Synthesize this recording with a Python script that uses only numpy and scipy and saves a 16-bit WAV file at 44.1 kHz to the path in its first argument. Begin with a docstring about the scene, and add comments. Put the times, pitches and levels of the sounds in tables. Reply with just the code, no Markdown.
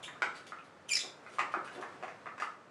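"""Rinsing a tub in a yard

A small plastic tub is rinsed and tapped on wet concrete, and a plastic bottle is set down; each
impact excites damped modes and a crunch of grit. Water spatters as drops and ringing bubbles, and a
bare foot shuffles. A caged parrot gives a short chirp and one harsh squawk. The yard's walls echo."""
import sys
import numpy as np
from scipy import signal
from scipy.fft import rfft, irfft
from scipy.io import wavfile

SR = 44100
rng = np.random.default_rng(int(sys.argv[2]) if len(sys.argv) > 2 else 0)


def bounce(signal):
    """Save signal as a 16-bit WAV file at the path given by the first command-line argument."""
    frames = np.transpose(np.atleast_2d(signal))
    limited = np.clip(frames, -1, 1)
    pcm = np.round(limited * 32767).astype(np.int16)
    wavfile.write(sys.argv[1], SR, pcm)


N = 119070
T = np.arange(N) / SR


def tub(gain_db=-24.5, reference_hz=1201, t60_s=.052):
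    """Impact excitation: each knock rings clustered modes, tuned by the grip and the edge that lands."""
    # Each row: start in seconds, relative level in dB, nominal pitch in Hz, brightness in Hz,
    # clatter of grit and side walls in dB.
    knocks = [(.079, -19, 1530, 2380, 3.5), (0.157, -23, 1330, 2500, -5), (0.2209, 3.5, 1540, 3870, -6.5),
              (0.2269, -3.5, 1384, 3170, -10), (0.5212, -8.5, 1326, 2160, -11),
              (0.587, -18.5, 2560, 3520, -12), (1.264, -17.5, 1317, 3080, -5),
              (1.3851, -1, 1170, 3800, -10.5), (1.3918, -3, 1250, 3450, 1.5),
              (1.407, -12, 1104, 2680, -3.5), (1.5395, 0.5, 1288, 2140, -9), (1.548, -7.5, 1275, 2100, -7),
              (1.676, -18, 1630, 3270, 1), (1.825, -15.5, 1404, 1530, 8), (2.258, -14, 1124, 2210, -3.5),
              (2.266, -8.5, 1270, 2040, -4.5), (2.38, -16, 1205, 3800, -2.5), (2.4, -6, 1730, 5070, -7),
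              (2.422, -3, 1260, 3140, -9)]
    # Each row: mode frequency in Hz at the reference pitch, relative level in dB.
    modes = [(900, -30), (1085, -27.5), (1150, -7.5), (1212, -5), (1290, -21), (1530, -23.5), (1850, -16),
             (2030, -11.5), (2200, -28), (2600, -32)]
    return sum(from_db(db + gain_db) * strike(s, modes, t60_s, hz / reference_hz, bright_hz, clatter_db)
               for s, db, hz, bright_hz, clatter_db in knocks)


def bottle():
    """Heavily damped modes give a hollow clunk as the bottle lands and rocks."""
    # Each row: start in seconds, level in dB.
    landings = [(2.0265, -39.5), (2.0345, -37.5), (2.081, -40)]
    # Each row: nominal mode frequency in Hz, relative level in dB.
    modes = [(506, -8), (715, -3), (810, 0), (1090, -3)]
    return sum(from_db(db) * strike(s, modes, t60_s=.016, tuning=.99, bright_hz=3240, clatter_db=-1)
               for s, db in landings)


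def strike(s, modes, t60_s, tuning, bright_hz, clatter_db):
    """Modal superposition plus crunching grit; a tighter grip raises the base modes and damps the ring."""
    # Each row: frequency in Hz, relative level in dB of grit under plastic.
    grit = [(350, -8), (1200, 9.5), (2300, 8), (3300, -5), (8000, 2), (13000, -9.5)]
    t = T[:SR // 5]
    hit = from_db(clatter_db) * noise(grit)[:len(t)] * np.exp(-t / .0042)
    contact_spread_db = 2 * rng.standard_normal(len(modes))  # the point of contact varies
    for (hz, db), spread_db in zip(modes, contact_spread_db):
        side_wall = hz > 1700  # the higher modes belong to the thin side walls
        db = db + spread_db + clatter_db * side_wall
        hz = hz * (1 if side_wall else tuning)
        decay_db = 60 * t * tuning ** 2 / t60_s
        hit += from_db(db - decay_db) * np.sin(2 * np.pi * hz * t)
    bass_cut_hz = 483  # a thin wall radiates little bass
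    treble_cut_hz = np.clip(bright_hz, 2 * bass_cut_hz, SR / 3)  # a soft contact dulls the blow
    out, start = np.zeros(N + SR), int(s * SR)
    out[start:start + len(t)] = band_pass(hit, bass_cut_hz, treble_cut_hz)
    return out[:N]


def water(drops_per_s=1400, bubbles_per_s=1500, bubble_q=25, bubble_db=-6.5):
    """Drop impacts and bubble resonance make each splash; finer spray is brighter."""
    # Each row: peak time in seconds, level in dB, rise in seconds, tilt in dB per octave.
    splashes = [(.357, -52.5, 0.01, 1.5), (.376, -67, 0.011, -6), (.47, -56, 0.0054, 3),
                (.645, -67, 0.0074, 3.5), (1.35, -61.5, .06, 3), (1.521, -56, 0.0033, 1),
                (1.649, -55.5, 0.0017, 1.5), (1.75, -56.5, 0.025, 1), (1.812, -58.5, 0.0051, 2),
                (1.922, -66, .004, -1), (2.422, -54, 0.0063, 2)]
    # Each row: frequency in Hz, relative level in dB of the spray.
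    spatter = [(200, 1), (1500, 24), (4500, 13.5), (10500, 2), (14000, -33)]
    pitches_hz = np.geomspace(1800, 10000, 14)
    bubbles, out = 0, 0
    for hz in pitches_hz:
        impulses = drops(bubbles_per_s / len(pitches_hz)) + 1e-18
        bubbles += signal.lfilter(*signal.iirpeak(hz, bubble_q, fs=SR), impulses)
    spray = rms_one(drops(drops_per_s)) + from_db(bubble_db) * rms_one(bubbles)
    for s, db, rise_s, tilt_db in splashes:
        spectrum = [(hz, level + tilt_db * np.log2(hz)) for hz, level in spatter]
        out += from_db(db) * swell(s, rise_s, decay_s=.014) * colour(spray, spectrum)
    return out


def drops(per_s):
    """A Poisson process of impacts, mostly small with a few big ones."""
    impulses = (rng.random(N) < per_s / SR) * rng.standard_normal(N)
    size_db = 6.5 * np.minimum(rng.exponential(1, N), 2)
    return impulses * from_db(size_db)


def parrot():
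    """Beak filtering dulls the chirp's upper partials and lifts those of the squawk."""
    # Each row: time in seconds, pitch in Hz, relative level in dB, roughness (capped at 1).
    chirp = [(.022, 3482, -86, 0.64), (.03, 3410, -48, 1), (.041, 2966, -44.5, 1.11),
             (.064, 3693, -46, 0.2), (.088, 3530, -56, 0.4)]
    squawk = [(.882, 3006, -67, .5), (.892, 3069, -34, .6), (.899, 2953, -44.5, 0.88),
              (.904, 2515, -36, 0.18), (.914, 2412, -28, 0.22), (.921, 2359, -22.5, 0.073),
              (.928, 2297, -35, 0.17), (.935, 2871, -27, 0.96), (.947, 2556, -46, 0.48),
              (.955, 2492, -22, 0.43), (.964, 2345, -39, 0.64), (.972, 2033, -30.5, 0.78),
              (.981, 2844, -67, 0.84), (.991, 3560, -34.5, .45), (1.003, 3622, -38.5, 0.46),
              (1.014, 3843, -35, 0.81), (1.024, 3800, -79, .4)]
    # Each row: time in seconds, beak resonance in Hz, its boost in dB.
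    beak = [(.926, 6000, 0), (.935, 5770, 17.5), (.956, 4850, 28), (.972, 5200, 9), (1.02, 5200, 37)]
    beak_hz, beak_db = in_time(beak)
    return (bird_call(chirp, tilt_db=-11, beak_hz=5530, beak_db=-19)
            + bird_call(squawk, tilt_db=-2.5, beak_hz=beak_hz, beak_db=beak_db))


def bird_call(contour, tilt_db, beak_hz, beak_db, gain_db=-5):
    """Source and filter: a harmonic whistle, shaped by throat and beak, rasps under random modulation."""
    # Each row: frequency in Hz, throat gain in dB.
    throat = [(300, -31), (2400, 1), (5200, -6.5), (7100, 2.5), (8200, -5.5), (10000, -5), (14000, -34)]
    jitter, shimmer, rasp = .0735, .89, .64  # depths at full roughness
    flutter_hz, beak_width_hz = 451, 1250
    hz, db, rough = in_time(contour)
    rough = np.clip(rough, 0, 1)
    shaken_hz = hz * (1 + jitter * rough * flutter(flutter_hz))
    phase = 2 * np.pi * np.cumsum(shaken_hz) / SR
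    whistle, power = 0, 0
    for k in range(1, 6):
        beak_shape = np.exp(-.5 * ((k * hz - beak_hz) / beak_width_hz) ** 2)
        gain = from_db(at_hz(throat, k * hz) + tilt_db * np.log2(k) + beak_db * beak_shape)
        whistle += gain * np.sin(k * phase)
        power += gain ** 2 / 2
    voice = whistle / np.sqrt(power) * (1 + shimmer * rough * flutter(flutter_hz))
    voice += rasp * rough * noise(throat)
    calling = (T > contour[0][0]) & (T < contour[-1][0])
    return voice * from_db(db + gain_db) * calling


def scuffs():
    """Friction of skin on concrete and plastic gives dull bursts of noise."""
    # Each row: peak time in seconds, level in dB, rise in seconds.
    rubs = [(0.253, -52.5, 0.006), (1.037, -52.5, 0.0011), (1.414, -50.5, 0.0034), (1.564, -46, 0.008),
            (1.787, -48, 0.031)]
    # Each row: frequency in Hz, relative level in dB.
    spectrum = [(70, -35), (300, 9.5), (500, 11), (1400, 3), (5000, -41)]
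    return noise(spectrum) * sum(from_db(db) * swell(s, rise_s, decay_s=.024) for s, db, rise_s in rubs)


def yard(x, tail_db=-26.5, build_s=.0036):
    """Reverberation: early reflections off floor and walls, then a tail that dies sooner in the treble."""
    # Each row: delay in seconds, linear gain.
    echoes = [(.0048, 0.5063), (.0083, 0.7063), (0.0138, 0.08), (0.022, 0.3454)]
    # Each row: frequency in Hz, time to decay by 60 dB in seconds.
    tail_t60 = [(1200, 0.39), (11000, 0.3)]
    t, response = T[:SR], np.zeros(SR)
    edges_hz = np.geomspace(70, 16000, 9)
    for low, high in zip(edges_hz, edges_hz[1:]):
        band = band_pass(rng.standard_normal(SR), low, high)
        response += band * from_db(-60 * t / at_hz(tail_t60, np.sqrt(low * high)))
    response *= from_db(tail_db) * (1 - np.exp(-t / build_s))
    for s, gain in echoes:
        response[int(s * SR)] += gain
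    return signal.fftconvolve(x, response)[:N]


def air():
    """Ambient noise: a quiet, low wash whose level drifts slowly."""
    # Each row: frequency in Hz, relative level in dB.
    spectrum = [(35, -51), (90, -3.5), (135, 1), (612, 2.5), (869, -1.5), (1270, 1), (3050, -15),
                (8550, -26), (15800, -55)]
    # Each row: time in seconds, level in dB.
    levels = [(0, -53.5), (.75, -57.5), (1.9, -52), (2.7, -59)]
    return noise(spectrum) * from_db(in_time(levels)[0])


def from_db(db):
    """Decibels to amplitude ratio."""
    return 10 ** (np.asarray(db) / 20)


def rms_one(x):
    """Normalisation to unit power."""
    return x / np.sqrt(np.mean(x ** 2) + 1e-20)


def in_time(rows):
    """Linear interpolation of each column at every sample."""
    s, *columns = np.transpose(rows)
    return [np.interp(T, s, c) for c in columns]


def at_hz(points, hz):
    """Interpolation on a log-frequency axis."""
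    f, v = np.transpose(points)
    return np.interp(np.log(np.maximum(hz, 1)), np.log(f), v)


def band_pass(x, low_hz, high_hz):
    """Band-pass filtering with gentle slopes."""
    return signal.sosfilt(signal.butter(2, [low_hz, high_hz], "band", fs=SR, output="sos"), x)


def colour(x, spectrum):
    """Spectral shaping of a steady signal, at unit power."""
    hz = np.arange(N // 2 + 1) * SR / N
    return rms_one(irfft(rfft(x) * from_db(at_hz(spectrum, hz)), N))


def noise(spectrum):
    """Coloured noise."""
    return colour(rng.standard_normal(N), spectrum)


def flutter(hz):
    """Low-passed noise: a random wobble up to a given rate."""
    return rms_one(signal.sosfilt(signal.butter(2, hz, fs=SR, output="sos"), rng.standard_normal(N)))


def swell(s, rise_s, decay_s):
    """Exponential rise to a peak at s, then exponential decay."""
    exponent = np.where(T < s, (T - s) / rise_s, (s - T) / decay_s)
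    return np.exp(np.maximum(exponent, -60))


def scene():
    """Superposition of direct sound, reverberation and background; the parrot excites the yard less."""
    floor = tub() + bottle() + water() + scuffs()
    cage = parrot()
    background = air()
    return (floor + yard(floor) + cage + from_db(-6) * yard(cage) + background)[None]


def record(dry):
    """Band limiting: a steep low-pass removes the highest treble."""
    cutoff_hz = 12500
    return signal.sosfilt(signal.ellip(10, .2, 80, cutoff_hz, fs=SR, output="sos"), dry)


dry = scene()
out = record(dry)
bounce(out)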